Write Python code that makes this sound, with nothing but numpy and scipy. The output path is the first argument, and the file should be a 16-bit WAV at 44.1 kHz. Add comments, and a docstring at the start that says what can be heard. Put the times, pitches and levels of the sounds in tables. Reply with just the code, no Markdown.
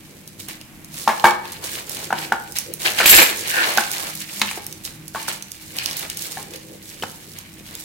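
"""A kitchen counter, heard close up in stereo, with a low appliance hum and steady air noise throughout.
First dry crumbs rustle and snap as a spoon pushes them about; at 1.1 s tongs start to knock a ceramic bowl.
From about 3 s the spoon scrapes a plate in jerks and rings; at 3.5 s the sliding plate squeaks.
Then come more strokes and scattered knocks, the last at 7 s; a last soft stroke is still sounding at the end.
Shaped noise makes the rough sounds, dying sines the thuds and rings; hard walls answer, loud peaks flatten."""
import sys
import numpy as np
from scipy import signal
from scipy.fft import rfft, irfft, next_fast_len
from scipy.io import wavfile
from scipy.ndimage import map_coordinates

SR = 44100
rng = np.random.default_rng(int(sys.argv[2]) if len(sys.argv) > 2 else 0)


def unload_audio(sound):
    """Save the sound as a 16-bit wav file, at the path given as the first command line argument."""
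    columns = np.transpose(np.atleast_2d(sound))
    # keep every value between -1 and 1, then stretch to whole-number steps
    steps = np.round(np.clip(columns, -1, 1) * 32767)
    wavfile.write(sys.argv[1], SR, steps.astype(np.int16))


N = 345744
TOP_HZ = 15983  # nothing above this is kept

# Knocks on dishes: tongs on the bowl, the spoon's jerks as it scrapes, taps on the plate; columns:
# t/s, level/dB, dull thud f/Hz, hard thud f/Hz, hard thud level/dB, share of the full ring time
KNOCKS = [(1.076, 1.5, 907, 1057, -7.5, 0.48), (1.089, -6.5, 857, 1150, -30, 0.82),
          (1.241, 3, 885, 1117, -11, 0.75), (1.253, 2, 935, 1676, -8, 0.68),
          (2.105, -12, 814, 1410, -3, 0.36), (2.126, -3, 790, 1500, -7.5, 0.34),
          (2.321, -1.5, 810, 1490, -3, 0.39), (3.002, -10, 570, 1490, 4, 0.28),
          (3.008, -13.5, 595, 2300, 6.5, 0.29), (3.014, -7.5, 614, 1700, -0.5, 0.23),
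          (3.03, -6.5, 1500, 2900, -10, 0.22), (3.058, -7.5, 510, 2520, 8.5, 0.18),
          (3.094, -9.5, 1860, 3520, -2, 0.17), (3.127, -15, 2410, 3970, -6, 0.15),
          (3.201, -1.5, 2600, 4200, -6, 0.22), (3.217, -2.5, 496, 2310, 0, 0.23),
          (3.774, -2.5, 760, 1500, -13, 0.32), (3.782, -5.5, 820, 1520, 0, 0.46),
          (4.4157, 1, 2190, 4010, -3.5, 0.18), (4.417, -10.5, 1013, 2550, -7, 0.48),
          (4.512, -19, 970, 2400, 0, 0.27), (4.574, -19, 397, 740, -6.5, 0.6),
          (5.148, -13.5, 700, 1500, -6.5, 0.41), (5.157, -18, 1110, 1130, -26, 0.81),
          (5.282, -13, 940, 1450, -2.5, 0.23), (6.371, -19.5, 774, 1730, -9.5, 0.61),
          (7.024, -15.5, 414, 3000, -2.5, 0.28), (7.035, -5.5, 780, 1630, -8, 0.14)]
# Tone colour of moving crumbs; columns: f/Hz, level/dB (per Hz)
CRUMB_COLOUR = [(1500, -43), (3500, 3), (5000, 3.5), (8000, 4.5), (12000, 1.5), (16000, -1.5)]


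def amp(db):
    """Turn decibels into a factor on the waveform."""
    return 10 ** (np.asarray(db) / 20)


def unit(x):
    """Scale a sound to an average (rms) strength of 1."""
    return x / np.sqrt(np.mean(x ** 2) + 1e-20)


def along(points, hz):
    """Read a curve of (f/Hz, value) points, joined by straight lines on a log frequency axis."""
    f, values = np.transpose(points)
    return np.interp(np.log(hz + 1), np.log(f + 1), values)


def curves(rows, outside=None):
    """Draw one curve over time for each column after the time; outside is its value beyond the ends."""
    s, *columns = np.transpose(rows)
    t = np.arange(N) / SR
    return [np.interp(t, s, column, outside, outside) for column in columns]


def wobble(rate):
    """Draw a smooth random curve through rate random points a second."""
    points = rng.standard_normal(int(N * rate / SR) + 4)
    return map_coordinates(points, [np.arange(N) * rate / SR])


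def filtered(x, response):
    """Change the strength and phase of each frequency in x by a response."""
    n = x.shape[-1]
    padded = next_fast_len(n + 8192)  # room for ringing after the end
    spectrum = rfft(x, padded) * response(np.fft.rfftfreq(padded, 1 / SR))
    return irfft(spectrum, padded)[..., :n]


def resonant(peaks):
    """Make the response of a body with resonances (f/Hz, width/Hz, level/dB), added with alternate signs."""
    def response(f):
        total = 0
        for k, (centre, width, db) in enumerate(peaks):
            peak = 1j * f * width / (centre * centre - f * f + 1j * f * width)
            total = total + (-1) ** k * amp(db) * peak
        return total
    return response


def paired(pair):
    """Mix two unrelated signals so that left and right are alike in the bass and differ in the treble."""
    # How alike the two microphones hear; columns: f/Hz, likeness (1 = the same)
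    likeness = [(30, 0.99), (150, 0.74), (500, 0.9), (2000, 0.094), (12000, 0.043)]

    def mid_side(hz):
        turn = np.arccos(np.clip(along(likeness, hz), -1, 1)) / 2
        return np.array([np.cos(turn), np.sin(turn)])

    mid, side = filtered(pair, mid_side)
    return np.array([mid + side, mid - side])


def grit(spiky_db, clump_db, clumps):
    """Make rough noise from many small fractures and a few big ones, in random clumps (points a second)."""
    size = np.minimum(rng.exponential(size=N // 32 + 1), 4.5)
    burst = np.repeat(size, 32)[:N]  # a new size every 32 samples
    level_db = spiky_db * burst + clump_db * wobble(clumps)
    return paired(rng.standard_normal((2, N)) * amp(level_db))


def placed(out, s, sound, pan_db):
    """Add a sound at time s; a positive pan makes it louder on the left."""
    start = round(s * SR)
    out = out.copy()
    out[:, start:start + sound.shape[-1]] += sound * amp([[pan_db / 2], [-pan_db / 2]])
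    return out


def walls(x, level_db):
    """Add the room's answer: fading noise in which each frequency dies at its own speed."""
    # How long the room's answer takes to fall by 60 dB; columns: f/Hz, time/s
    fade_times = [(200, 0.53), (1000, 0.55), (4000, 0.37), (14000, 0.1)]
    hz, t, z = signal.stft(rng.standard_normal((2, SR // 2)), SR, nperseg=256)
    fading = z * amp(-60 * t / along(fade_times, hz)[:, None])
    tail = signal.istft(fading, SR, nperseg=256)[1]
    tail = np.pad(tail / np.linalg.norm(tail[0]), ((0, 0), (200, 0)))  # starts 200 samples late
    n = x.shape[-1]
    wet = signal.fftconvolve(np.broadcast_to(x, (2, n)), tail, axes=1)[:, :n]
    return x + amp(level_db) * wet


def kitchen():
    """Make unsteady air noise and an appliance hum of sine tones that waver in level and phase."""
    # Colour of the air noise; columns: f/Hz, level/dB (per Hz)
    air_colour = [(12, -64), (20, -10.5), (162, 1), (326, -5.5), (432, -32), (496, -36.5), (571, -15.5),
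                  (1080, -17), (1320, -18.5), (2310, -15), (4630, -28.5), (5960, -25.5), (13400, -23),
                  (15800, -30)]
    # Tones of the hum, before a common lift; columns: f/Hz, level/dB
    hum_tones = [(96.9, -61.5), (156.1, -53), (199.2, -57.5), (317.6, -57.5), (371.4, -65)]
    air = unit(filtered(paired(rng.standard_normal((2, N))), lambda hz: amp(along(air_colour, hz))))
    t = np.arange(N) / SR
    hum = 0
    for hz, db in hum_tones:
        level = amp(db + 2.5 + 5.0 * wobble(7.6))
        hum = hum + level * np.sin(2 * np.pi * hz * t + 0.62 * wobble(7.6))
    return amp(-46.0 + wobble(3.26)) * air + hum


def stirring():
    """Work out levels in dB of rustle, plate, rub and dull rub: settling crumbs plus every spoon stroke."""
    # Strokes of the spoon through the crumbs; columns:
    # start t/s, length/s, rustle level/dB, plate level over the rustle/dB
    strokes = [(0.391, 0.017, -36.5, -8.5), (0.483, 0.029, -36, -5), (0.924, .25, -34.5, -9),
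               (1.24, 0.029, -26.5, -4), (1.443, 0.12, -46.5, 6), (1.626, .16, -32, -3.5),
               (1.869, 0.17, -34, -4), (2.146, 0.086, -36.5, 4), (2.554, 0.03, -28.5, -5),
               (2.801, 0.18, -29.5, -3), (2.847, 0.018, -25, 3.5), (2.977, .02, -26, 6),
               (2.994, 0.24, -26, 5), (3.449, 0.24, -29.5, 1.5), (3.564, 0.21, -30, 4),
               (3.764, 0.13, -33, -4), (3.913, 0.16, -30, -3), (4.162, 0.064, -39, -1.5),
               (4.302, 0.27, -34, -2.5), (4.84, 0.034, -35, -10.5), (5.139, .1, -34.5, -4),
               (5.278, 0.024, -27.5, -2), (5.6, 0.11, -42.5, -10), (5.754, 0.28, -33.5, -3),
               (6.174, 0.079, -32.5, -5), (6.305, .1, -39.5, -1), (6.522, 0.021, -41, -8),
               (7.004, .15, -45, -29), (7.349, 0.046, -44, -1.5), (7.655, 0.39, -41.5, -5.5)]
    # Between strokes; columns: t/s, settling crumbs level/dB, dull rub of the plate level/dB
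    settling = [(0, -49, -51.5), (.85, -55, -56.5), (1.2, -47, -47), (2.8, -44, -47), (3.1, -28.5, -41.5),
                (4.4, -38, -55.5), (4.95, -50.5, -56), (6.1, -39, -52), (6.38, -41, -51), (6.5, -44, -44),
                (6.78, -48, -48), (6.9, -42, -55.5), (7.84, -50, -57.5)]
    settling_plate_db = -5.5  # plate over the settling crumbs
    rub_db = -4.5  # counter under the plate, over the plate
    attack_s, attack_share, fade_db_per_s = 0.0074, 0.16, 198  # long strokes rise more slowly

    t = np.arange(N) / SR
    settle_db, dull_db = curves(settling)
    # amp(2 * dB) gives power, so that separate sounds can be summed
    rustle = amp(2 * settle_db)
    plate = amp(2 * (settle_db + settling_plate_db))
    pressed = np.zeros(N)
    for s, length, db, plate_db in strokes:
        rise = np.clip((t - s) / (attack_s + attack_share * length) + .5, 0, 1) ** 2
        fade_db = fade_db_per_s * np.maximum(t - s - length, 0)
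        power = rise * amp(2 * (db - fade_db))
        rustle = rustle + power
        pressed = pressed + power * amp(2 * plate_db)
    rub = pressed * amp(2 * rub_db) + 1e-12
    return 10 * np.log10([rustle, plate + pressed, rub, amp(2 * dull_db)])


def crumbs():
    """Make crumbs crackle as they move, shake the plate's resonances and rub it on the counter."""
    # Resonances of the plate; columns: f/Hz, width/Hz, level/dB
    plate_peaks = [(1680, 490, 1), (2330, 390, 5), (2900, 360, 4.5), (4290, 990, -1)]
    # Resonances of the counter under the plate; columns: f/Hz, width/Hz, level/dB
    counter_peaks = [(326, 79, 5.5), (506, 153, 6), (843, 740, 3.5)]
    rustle_db, plate_db, rub_db, dull_db = stirring()

    def rub_colour(hz):
        return resonant(counter_peaks)(hz) * hz / (hz + 400)  # less bass

    def dull_colour(hz):
        return resonant(counter_peaks[:2])(hz) / (1 + (hz / 750) ** 4)  # less treble

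    crackle = grit(spiky_db=3.5, clump_db=2.2, clumps=45)
    rustle = unit(filtered(crackle, lambda hz: amp(along(CRUMB_COLOUR, hz))))
    plate = unit(filtered(grit(spiky_db=4, clump_db=3.0, clumps=43), resonant(plate_peaks)))
    rub = unit(filtered(grit(spiky_db=2.5, clump_db=3.5, clumps=21), rub_colour))
    dull = unit(filtered(grit(spiky_db=1.5, clump_db=4, clumps=20), dull_colour))
    dry = amp(dull_db) * dull
    dry = dry + amp(rustle_db) * rustle * amp([[-1.2], [1.2]])  # a little to the right
    dry = dry + amp(plate_db) * plate + amp(rub_db) * rub
    return walls(dry, level_db=-11)


def squeak():
    """Make the plate stick and slip: a rough band round a drifting pitch, a weaker one half as high again."""
    # Squeak of the sliding plate, before a common lift; columns: t/s, level/dB, pitch f/Hz
    slide = [(3.48, -43, 1655), (3.548, -24, 1660), (3.566, -24, 1650), (3.588, -20, 1607),
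             (3.648, -25.5, 1674), (3.662, -41, 1770), (3.7, -35, 1800)]
    level_db = curves(slide, outside=-120)[0]
    turns = np.cumsum(curves(slide)[1]) / SR

    def shake(rate):
        return np.array([wobble(rate), wobble(rate)])

    low = shake(450) * np.sin(2 * np.pi * turns)
    high = shake(600) * np.sin(2 * np.pi * 1.55 * turns)
    return amp(level_db + 5.0) * paired(low + amp(-9.5) * high)


def snaps():
    """Make each crumb snap or steel tick a burst of a few milliseconds, then uneven, dying fragments."""
    # The clearest snaps of crumbs and ticks of steel, before a common cut; columns: t/s, level/dB, f/Hz
    clear_snaps = [(0.2758, -20.5, 8300), (0.398, -26, 2900), (0.485, -16, 10400), (0.6122, -21.5, 3380),
                   (0.845, -21.5, 8310), (1.1967, -14, 3270), (1.308, -11.5, 2830), (1.4535, -20, 2860),
                   (1.5199, -15, 8750), (1.639, -17, 4200), (1.895, -12.5, 11800), (1.9692, -14, 3800),
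                   (2.0434, -14, 4440), (2.154, -31, 2500), (2.1862, -15, 3250), (2.522, -17, 8400),
                   (2.5705, -16, 3190), (2.5856, -4, 8800), (2.7373, -9, 12300), (3.0597, 5, 12500),
                   (3.0924, 6, 11570), (3.1267, 0, 11300), (3.1484, 4, 12700), (3.7738, 0.5, 3500),
                   (3.8368, -10.5, 2840), (3.915, -8, 8260), (3.9814, -13, 4250), (4.1525, -13, 11540),
                   (4.3964, -16, 7570), (4.4159, -5, 4100), (4.4313, -25, 2560), (4.6652, -10.5, 11800),
                   (4.7258, -16.5, 6230), (4.8498, -11.5, 5640), (5.0797, -17.5, 8950), (5.424, -14, 6450),
                   (5.5169, -14, 7600), (5.7668, -12.5, 8660), (5.7855, -5, 3920), (5.8586, -4, 4200),
                   (5.911, -12, 4450), (5.9303, -17, 4070), (5.9683, -10, 12100), (5.993, -11, 12100),
                   (6.028, -19, 4300), (6.0992, -8.5, 5450), (6.1706, -10, 8200), (6.32, -15, 6030),
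                   (6.536, -19.5, 2720), (6.5592, -19.5, 6500), (7.3871, -17, 8260), (7.752, -14, 6170)]
    tick_db, tick_hz, tick_lag_s = -10.5, 2870, .002  # steel on the glaze at every knock
    small_per_s, small_db, small_hz = 22, 10.5, 4500  # lesser snaps: rate, level over the rustle, usual centre
    pan_usual_db, pan_scatter_db = -3, 3  # left over right

    out = np.zeros((N + SR, 2))
    t = np.arange(SR // 8) / SR
    burst = t / .0009 * np.exp(1 - t / .0009)  # strongest after 0.9 ms

    # lesser snaps fall at random and follow the rustle's level
    count = round(small_per_s * N / SR)
    when = rng.random(count) * N / SR
    size_db = rng.uniform(-6, 2, count)
    pitch = rng.normal(0, .45, count)
    levels_db = stirring()[0][(when * SR).astype(int)] + small_db + size_db
    small = list(zip(when, levels_db, np.minimum(small_hz * np.exp(pitch), TOP_HZ)))
    ticks = [(s + tick_lag_s, db + tick_db, tick_hz) for s, db, *_ in KNOCKS]

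    for s, db, centre_hz in clear_snaps + ticks + small:
        pan_db = rng.normal(pan_usual_db, pan_scatter_db)
        uneven = np.repeat(rng.exponential(size=len(t) // 64 + 1), 64)[:len(t)]
        fall = burst + amp(-9 - 60 * t / .025) * uneven
        noise = fall * rng.standard_normal(len(t))
        click = filtered(noise, resonant([(centre_hz, centre_hz, 0)]))
        click = click / (4 * np.sqrt(np.mean(click[:256] ** 2)))  # even out the random strength
        both_db = db - 2.0 + np.array([pan_db, -pan_db]) / 2
        out[round(s * SR):][:len(t)] += click[:, None] * amp(both_db)
    return walls(out[:N].T, level_db=-7.5)


def spoon():
    """Make rough sliding ring the thin steel at its own pitches and grind the plate, over an uneven rumble."""
    # The spoon dragged hard over the plate, before fixed trims; columns: t/s, steel ring level/dB, grinding level/dB
    scrape = [(3.04, -28, -24), (3.052, -53, -29), (3.06, -17.5, -10), (3.082, -12, -19.5),
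              (3.102, -9.5, -12), (3.194, -11.5, -8.5), (3.32, -38, -56)]
    # Resonances of the spoon; columns: f/Hz, width/Hz, level/dB
    steel_peaks = [(6040, 38, -12), (7440, 60, -5), (7800, 39, -9), (8670, 38, -11), (9860, 35, -9),
                   (10700, 120, -14), (11400, 32, -3), (11700, 33, 0), (12600, 38, -3), (13800, 38, -12),
                   (14600, 47, -3)]
    # Resonances of the plate under the spoon; columns: f/Hz, width/Hz, level/dB
    ground_peaks = [(350, 210, -7.5), (980, 380, -7.5), (1740, 300, 1.5), (2500, 470, 1), (4100, 990, -5)]
    rumble_hz, rumble_db = 34.8, -23.5  # a low, uneven rumble under the scrape; level over the grinding curve

    ring_db, grind_db = curves(scrape, outside=-120)
    ring = unit(filtered(grit(spiky_db=4.0, clump_db=3.5, clumps=75), resonant(steel_peaks)))
    scratch = grit(spiky_db=5.0, clump_db=1.5, clumps=130)
    hiss = unit(filtered(scratch, lambda hz: amp(along(CRUMB_COLOUR, hz))))
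    grind = unit(filtered(grit(spiky_db=4, clump_db=5, clumps=70), resonant(ground_peaks)))
    clumpy_noise = grit(spiky_db=0, clump_db=6, clumps=20).mean(0)  # the same on both sides
    rumble = unit(filtered(clumpy_noise, resonant([(rumble_hz, 2 * rumble_hz, 0)])))
    steel = amp(ring_db) * (amp(2) * ring + amp(-3.5) * hiss)
    dry = steel + amp(grind_db + 2.0) * grind
    return amp(grind_db + rumble_db) * rumble + walls(dry, level_db=-6.5)


def knocked_dishes():
    """Make each knock two short thuds and a rattle, with one set of ceramic tones ringing more or less."""
    # Ringing tones of the ceramic; columns: f/Hz, level/dB, time to fall by 60 dB/s (cut to 0.6 s below)
    dish_tones = [(355, -10, 0.44), (495, -16, 0.61), (824, -7, 0.6), (894, -2, 0.33), (1066, -8, 0.33),
                  (1152, -9, 0.31), (1270, -19, 0.75), (1610, 0, 0.11), (1701, -12, 0.45),
                  (1766, -16, 0.84), (2159, -15, 0.3), (2266, -9, 0.45)]
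    ring_level_db, ring_grows = -11, 1.25  # a damped ring is fainter too
    pan_db = 0.9  # left over right

    out = np.zeros((2, N + SR))
    t = np.arange(SR // 2) / SR
    rise = 1 - np.exp(-t / .0007)

    def struck(hz, t60):
        return amp(-60 * t / t60) * np.sin(2 * np.pi * hz * t)

    for s, db, dull_hz, hard_hz, hard_db, share in KNOCKS:
        ring = 0
        for hz, level_db, t60 in dish_tones:
            scattered_db = level_db + rng.normal(0, 3.5)
            ring = ring + amp(scattered_db) * struck(hz, share * min(t60, .6))
        dull_thud = amp(-1) * struck(dull_hz, .055 * share)
        hard_thud = amp(hard_db + 6) * struck(hard_hz, .04 * share)
        colour = resonant([(dull_hz, 0.94 * dull_hz, 0), (hard_hz, 0.99 * hard_hz, hard_db)])
        dying_noise = amp(-2.0 - 60 * t / (0.28 * share)) * rng.standard_normal(len(t))
        rattle = filtered(dying_noise, colour)
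        counter = amp(-22) * struck(221, 0.1)  # the worktop answers low
        ring = amp(ring_level_db) * share ** ring_grows * ring
        knock = rise * (ring + dull_thud + hard_thud + rattle + counter)
        out = placed(out, s, walls(amp(db) * knock, level_db=-10), pan_db)
    # the dishes are too small to send out bass
    return filtered(out[:, :N], lambda hz: (1j * hz / (130 + 1j * hz)) ** 2)


def scene():
    """Add all the sources; crumbs, squeak and snaps are farther from the left microphone."""
    lag = 14  # samples later on the left
    left, right = crumbs() + squeak() + snaps()
    late_left = np.pad(left, (lag, 0))[:N]
    return kitchen() + spoon() + knocked_dishes() + np.array([late_left, right])


def record(dry):
    """Tilt the treble from left to right, flatten peaks near full scale and cut all above the top frequency."""
    tilt_db = np.array([[-1.5], [1.5]])  # left, right at 12 kHz
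    dry = filtered(dry, lambda hz: amp(tilt_db * (hz / 12000) ** 2))
    hard = 8  # a higher number bends more sharply into the limit
    clipped = dry / (1 + np.abs(dry) ** hard) ** (1 / hard)
    return filtered(clipped, lambda hz: hz < TOP_HZ)


dry = scene()
out = record(dry)
unload_audio(out)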